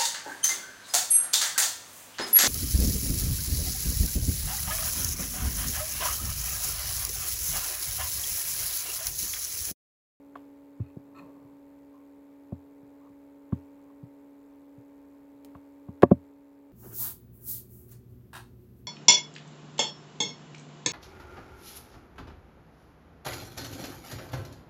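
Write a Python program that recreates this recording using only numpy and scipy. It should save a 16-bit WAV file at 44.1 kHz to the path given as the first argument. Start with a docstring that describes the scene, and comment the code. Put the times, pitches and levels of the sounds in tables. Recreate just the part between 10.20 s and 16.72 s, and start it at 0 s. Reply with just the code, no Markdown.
"""A laptop hums in a quiet classroom, heard by its own microphone: fan tones over rushing air, hiss, buzz and whine.
Fingers soon tap the case, ringing it and the desk; two short grainy slides scrape it, and clothing rustles softly.
Late on there is one electrical tick, then a button is clicked down and let go, each time a snap, a click and a thud.
Sharp sounds briefly open a noise suppressor, so the hum swells; the loud click makes a gain control turn it down."""
import sys
import numpy as np
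from scipy import signal
from scipy.fft import rfft, irfft, next_fast_len
from scipy.io import wavfile
from scipy.ndimage import uniform_filter1d, map_coordinates

SR = 44100
rng = np.random.default_rng(int(sys.argv[2]) if len(sys.argv) > 2 else 0)


def digitize_waveform(pressure):
    """Quantize a signal to 16-bit integers and store it at the path in sys.argv[1].

    Rows of a 2-D input are taken as channels; values are limited to [-1, 1].
    """
    field = np.atleast_2d(pressure).T
    bounded = np.clip(field, -1, 1)
    quanta = np.round(bounded * 32767).astype(np.int16)
    wavfile.write(sys.argv[1], SR, quanta)


N = 287532
TIME = np.arange(N) / SR  # seconds
BLOW_SIZE = 2 ** 14  # samples kept for the ring of one knock
BLOW_FREQS = np.fft.rfftfreq(BLOW_SIZE, 1 / SR)  # Hz
CLICK_LEAD_S = 0.0012  # the hard click comes just before the thud


def amp(db):
    """Turn decibels into a gain."""
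    return 10 ** (np.asarray(db) / 20)


def unit(x):
    """Scale x to an average strength (rms) of 1."""
    return x / np.sqrt(np.mean(x ** 2) + 1e-20)


def along(points, hz):
    """Read a curve of (Hz, value) points on a logarithmic frequency axis."""
    point_hz, values = np.transpose(points)
    return np.interp(np.log(hz + 1), np.log(point_hz + 1), values)


def wobble(rate):
    """A smooth random curve around zero, with `rate` random knots a second."""
    knots = rng.standard_normal(int(N * rate / SR) + 4)
    places = np.arange(len(knots) * 10) / 10
    smooth = map_coordinates(knots, [places], mode="nearest")
    return np.interp(TIME * rate, places, smooth)


def filtered(x, response):
    """Filter x by a response given as a function of frequency."""
    size = next_fast_len(N + SR // 2)  # spare room, so the end does not wrap round to the start
    freqs = np.fft.rfftfreq(size, 1 / SR)
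    return irfft(rfft(x, size) * response(freqs), size)[:N]


def noise(spectrum):
    """Random noise coloured by a table of levels, at rms 1."""
    white = rng.standard_normal(N)
    return unit(filtered(white, lambda f: amp(along(spectrum, f))))


def resonance(f, hz, width):
    """Response of one ringing mode: strongest at hz, and the narrower it is the longer it rings."""
    return 1j * f * width / (hz * hz - f * f + 1j * f * width)


def body(modes, f):
    """Response of an object that rings at many modes, added with alternating signs."""
    total = 0
    for k, (hz, width, db) in enumerate(modes):
        total = total + (-1) ** k * amp(db) * resonance(f, hz, width)
    return total


def fan(tone_db=-52, air_db=-64.0, waver_db=0.0, overtone_waver_db=1):
    """The turning fan sounds at multiples of its shaft rate, the fourth far the strongest, over rushing air."""
    # fan tones: multiple of the shaft rate, level_db [dB, relative]
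    fan_orders = [(1, -20.5), (2, -27.5), (3, -32), (4, 5.5), (5, -47.5), (6, -9.5), (7, -15.5), (8, -8),
                  (9, -18.5), (10, -39), (11, -22.5), (12, -16), (13, -15.5), (14, -30), (15, -23.5),
                  (16, -35.5), (17, -33)]
    # colour of the air in the vents: pitch_hz [Hz], level_db [dB per Hz, relative]
    air_colour = [(20, -11.5), (50, -4), (75, -5), (140, -3), (300, -1), (430, 1.5), (620, -7.5),
                  (800, -10), (1060, -11), (1350, -14), (1900, -17), (2300, -17), (3000, -29), (6000, -40)]
    shaft_hz, drift = 70.39, 0.00052  # turns per second, and the relative size of their slow drift
    turn = 2 * np.pi * np.cumsum(shaft_hz * (1 + drift * wobble(0.69))) / SR
    strongest = max(db for order, db in fan_orders)
    tones = np.zeros(N)
    for order, db in fan_orders:
        depth_db = waver_db if db == strongest else overtone_waver_db
        loudness = amp(db + depth_db * wobble(6.9))
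        tones += loudness * np.sin(order * turn + rng.uniform(0, 2 * np.pi))
    return amp(tone_db) * unit(tones) + amp(air_db) * noise(air_colour)


def electronics(hiss_db=-78, buzz_db=-84, whine_db=-85, spurt_share=0.24, whine_hz=14446):
    """Hiss, a thin whine, and a buzz of tiny noise spurts that pass only when two clocks coincide."""
    # colour of the microphone hiss: pitch_hz [Hz], level_db [dB per Hz, relative]
    hiss_colour = [(1000, -4), (4000, -3), (6000, -11.5), (7300, -5), (9300, -8), (12500, -1.5),
                   (15500, -4)]
    # colour of the electrical buzz: pitch_hz [Hz], level_db [dB per Hz, relative]
    buzz_colour = [(1500, -32), (3500, 5), (5800, 0.5), (7500, 6.5), (8600, -7.5), (15000, -6)]
    fast, slow = TIME * 185.6 % 1, TIME * 83.3 % 1  # position within each clock's cycle, 0 to 1
    spurts = (fast < spurt_share) * (slow < 0.5)
    buzz = amp(buzz_db) * unit(spurts * noise(buzz_colour))
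    whine = amp(whine_db) * unit(np.sin(2 * np.pi * whine_hz * TIME))
    return amp(hiss_db) * noise(hiss_colour) + buzz + whine


def push(hz, spread=0.5):
    """Force spectrum of a soft contact, centred on hz."""
    return resonance(BLOW_FREQS, hz, spread * hz) ** 2


def tick(hz, damping=0.95):
    """Force spectrum of a hard contact: roughly flat up to hz, with little bass."""
    u = 1j * BLOW_FREQS / hz
    return u / (u + 1 / 4) / (1 + damping * u + u ** 2)


def thud(hz, edge_db, edge_ratio=2.58, skin_ratio=11):
    """A soft push with a higher, harder edge; flesh rounds off its start."""
    blow = push(hz) + amp(edge_db) * tick(edge_ratio * hz)
    return blow / (1 + 1j * BLOW_FREQS / (skin_ratio * hz))


def crunch(t60, low_hz=1600, top_hz=4500):
    """Force spectrum of a brief burst of plastic grit: noise that falls 60 dB in t60 seconds."""
    f = BLOW_FREQS
    grit = rng.standard_normal(BLOW_SIZE) * amp(-60 * TIME[:BLOW_SIZE] / t60)
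    low_cut = (1j * f / (1j * f + low_hz)) ** 2
    return rfft(grit / np.linalg.norm(grit)) * low_cut / (1 + 1j * f / top_hz)


def case_path(lag_at_100_hz=0.0018, notch_hz=6100, notch_width=1800):
    """From finger to microphone through case and desk; bending waves carry bass slowest, so it arrives last."""
    # ringing modes of the case: pitch_hz [Hz], width_hz [Hz], level_db [dB, relative]
    case_modes = [(110, 150, 1), (184, 76.2, 8), (253, 29.4, 7), (347, 83, 2.5), (570, 46, 2.5),
                  (702, 65, -1.5), (925, 49, -14), (1000, 64, -9), (1150, 71, -6.5), (1252, 230, -16),
                  (1735, 100, -19.5), (1790, 94, -23.5), (2250, 70, -29), (2530, 170, -29),
                  (3700, 810, -31.5), (4120, 150, -39), (7200, 396, -39.5), (8880, 500, -49),
                  (12000, 900, -54)]
    # ringing modes of the desk under it: pitch_hz [Hz], width_hz [Hz], level_db [dB, relative]
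    desk_modes = [(85, 9.9, 2), (128, 21, 4)]
    f = BLOW_FREQS
    # the delay is lag_at_100_hz seconds at 100 Hz and shrinks with the square root of frequency
    travel = np.exp(-4j * np.pi * lag_at_100_hz * np.sqrt(f * 100))
    notch = 1 - resonance(f, notch_hz, notch_width)
    return (body(case_modes, f) + body(desk_modes, f)) * travel * notch


def add(out, s, peak_db, spectrum):
    """Mix the sound with this spectrum into out at s seconds, scaled to the given peak."""
    lead = BLOW_SIZE // 4  # space for whatever lies before the blow
    ring = np.roll(irfft(spectrum), lead)
    place = out[round(s * SR) - lead:][:BLOW_SIZE]  # a view, so out itself changes
    place += amp(peak_db) * ring[:len(place)] / np.abs(ring).max()


def taps(nail_crunch_db=-10):
    """Soft fingertip thuds ring the case; the touching fingernail adds a small gritty click."""
    # finger taps: start_s [s, at the thud], thud_peak_db [dB], thud_hz [Hz, centre of the push],
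    # edge_db [dB, hard edge over the push], nail_peak_db [dB], nail_hz [Hz, centre of the click]
    tap_list = [ (0.1561, -71, 145, -13, -34.5, 1300), (0.162, -74, 140, -29, -50.5, 2290),
                (0.598, -23.5, 108, -17.5, -53, 1200), (0.765, -29.5, 147, -2.5, -68, 1000),
                (1.246, -48.5, 132, -15, -70, 1000), (2.3215, -23.5, 86, 8, -34.5, 600),
                (2.6262, -46.5, 135, -5, -65, 1000), (2.898, -50, 111, 7, -68, 1000),
                (3.3237, -18.5, 82, 17, -37, 1140), (3.8275, -35, 139, -25, -65, 1000),
                (4.574, -43.5, 128, -33, -74, 1000), (5.351, -43.5, 73, -5, -41, 1180),
                (5.6851, -29, 85, 9.5, -43.5, 900), ]
    out, path = np.zeros(N), case_path()
    for s, thud_db, hz, edge_db, nail_db, nail_hz in tap_list:
        add(out, s, thud_db, path * thud(hz, edge_db, skin_ratio=4))
        grit = amp(nail_crunch_db) * crunch(t60=0.15, top_hz=3 * nail_hz)
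        nail = push(nail_hz, spread=0.73) + grit
        add(out, s - CLICK_LEAD_S, nail_db, path * nail)
    return out


def scrape(grain_db=4, attack_s=0.0065, release_t60=0.067):
    """Short grainy slides over the case ring well separated resonances: quick attack, hold, release."""
    # resonances of the scrape: pitch_hz [Hz], width_hz [Hz], level_db [dB, relative]
    scrape_modes = [(1080, 220, -1.5), (1300, 53, 4), (1800, 63, -6), (2040, 82, -10), (2540, 190, -6.5),
                    (3740, 130, -16), (4250, 260, -15), (7540, 1800, -28.5), (12000, 5300, -31.5)]
    # slides: start_s [s, when the attack is complete], length_s [s, until the release],
    # level_db [dB, rms while held], friction_hz [Hz, centre], friction_width_hz [Hz]
    slides = [(0.602, 0.11, -72, 2450, 1400), (0.952, 0.045, -55, 1800, 10000)]

    def colour(f):
        return sum(amp(db) * resonance(f, hz, width) ** 2 for hz, width, db in scrape_modes)

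    out = np.zeros(N)
    for s, length, db, hz, width in slides:
        friction = rng.standard_normal(N) * amp(grain_db * wobble(300))
        ringing = unit(filtered(friction, lambda f: colour(f) * resonance(f, hz, width)))
        attack = np.clip((TIME - s) / attack_s + 1, 0, 1)
        release = amp(-60 * np.maximum(TIME - s - length, 0) / release_t60)
        out += amp(db) * attack * release * ringing
    return out


def rustle(flutter_db=2):
    """Arm and clothing shift softly as fluttering noise that swells and fades, the light moves without bass."""
    # colour of the rustle: pitch_hz [Hz], level_db [dB per Hz, relative]
    rustle_colour = [(40, -4), (130, 10.5), (550, 7), (820, -4), (1100, 6), (1500, -25), (2600, -27),
                     (5000, -41.5), (12000, -51)]
    # small movements: peak_s [s, when loudest], rise_s [s], fall_s [s], level_db [dB, rms when loudest],
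    # low_cut_hz [Hz, bass below this is weakened]
    shifts = [(1.0, 0.13, 0.31, -58, 50), (1.76, 0.031, 0.067, -65, 905), (2.85, 0.079, 0.046, -65, 900),
              (3.68, 0.08, 0.1, -71, 900)]
    cloth = amp(flutter_db * wobble(29.66)) * noise(rustle_colour)
    out = np.zeros(N)
    for s, rise_s, fall_s, db, cut_hz in shifts:
        swell = np.exp(-((TIME - s) / np.where(TIME < s, rise_s, fall_s)) ** 2)
        out += amp(db) * swell * unit(filtered(cloth, lambda f: f ** 4 / (f ** 4 + cut_hz ** 4)))
    return out


def static_tick(s=5.248, spike_db=-33, fizz_db=-60, fizz_t60=0.067):
    """One sharp electrical tick, a single-sample spike, with a short dying fizz of noise behind it."""
    age = TIME - s
    sound = (age > 0) * amp(fizz_db - 60 * np.abs(age) / fizz_t60) * rng.standard_normal(N)
    sound[round(s * SR)] += amp(spike_db)
    return sound


def button(snap_grit_db=-2, edge_db=-0.5, click_grit_db=-11):
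    """On each stroke the spring snaps over, then the button hits its hard stop with a gritty click and a thud."""
    # strokes, down then up: start_s [s, at the stop], thud_peak_db [dB], thud_hz [Hz, centre],
    # click_peak_db [dB], click_hz [Hz, centre], snap_peak_db [dB], snap_hz [Hz, brightness],
    # travel_s [s, from snap to stop]
    strokes = [(5.8311, -1.5, 397, -19, 1690, -25, 7000, 0.0089),
               (5.9128, -3.5, 197, -39, 1300, -31.5, 1000, 0.0045)]
    out, path = np.zeros(N), case_path()
    for s, thud_db, hz, click_db, click_hz, snap_db, snap_hz, travel_s in strokes:
        snap = tick(snap_hz) + amp(snap_grit_db) * crunch(t60=0.02, top_hz=snap_hz)
        add(out, s - travel_s, snap_db, path * snap)
        click_grit = amp(click_grit_db) * crunch(t60=0.019, top_hz=2 * click_hz)
        click = push(click_hz, spread=0.38) + click_grit
        add(out, s - CLICK_LEAD_S, click_db, path * click)
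        add(out, s, thud_db, path * thud(hz, edge_db))
    return out


def room(x):
    """The classroom's echo tail: random reflections in which each frequency dies at its own speed."""
    # echo decay: pitch_hz [Hz], t60_s [s to fall by 60 dB]
    decay = [(100, 0.26), (1000, 0.12), (4000, 0.44), (12000, 0.49)]
    hz, t, grid = signal.stft(rng.standard_normal(SR // 2), SR, nperseg=256)
    fading = amp(-60 * t / along(decay, hz)[:, None])
    tail = signal.istft(grid * fading, SR, nperseg=256)[1]
    delayed = np.pad(tail, (SR // 100, 0))  # the echo starts 10 ms late
    return signal.fftconvolve(x, delayed / np.linalg.norm(tail))[:N]


def scene(knock_room_db=-30, scrape_room_db=-10):
    """Knocks travel through the case and stay nearly dry; the scrape also fills the room."""
    hum = fan() + electronics()
    hits = taps() + button()
    slide = scrape()
    echo = room(amp(knock_room_db) * hits + amp(scrape_room_db) * slide)
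    return hum + hits + slide + rustle() + static_tick() + echo


def suppressor(x, trigger_db=-62, opening_db=4, closing_s=0.1):
    """A mild noise suppressor: strong treble opens it, and everything is louder for a moment."""
    treble = filtered(x, lambda f: (f / (f + 1000)) ** 3)
    power = uniform_filter1d(treble ** 2, size=SR // 500)  # averaged over 2 ms
    sudden = power > amp(trigger_db) ** 2
    last_trigger = np.maximum.accumulate(np.where(sudden, TIME, -1))
    opening = np.exp(-(TIME - last_trigger) / closing_s)
    return x * amp(opening_db * uniform_filter1d(opening, size=SR // 200))


def record(dry, low_hz=35, threshold=0.61, release_s=5, ratio=0.35, top_hz=15900):
    """Bass roll-off, suppressor, gain control with a slow release, soft overload and a steep treble limit."""
    x = suppressor(filtered(dry, lambda f: 1j * f / (1j * f + low_hz)))
    # the held peak jumps up at once and leaks away slowly
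    fade = np.exp(-TIME / release_s)
    held_peak = fade * np.maximum.accumulate(np.abs(x) / fade)
    gain = np.maximum(held_peak / threshold, 1) ** -ratio
    x = x * uniform_filter1d(gain, size=SR // 100)
    x = x / (1 + (x / 1.2) ** 6) ** (1 / 6)  # soft overload: peaks bend towards 1.2
    return filtered(x, lambda f: 1 / np.sqrt(1 + (f / top_hz) ** 120))


dry = scene()
out = record(dry)
digitize_waveform(out)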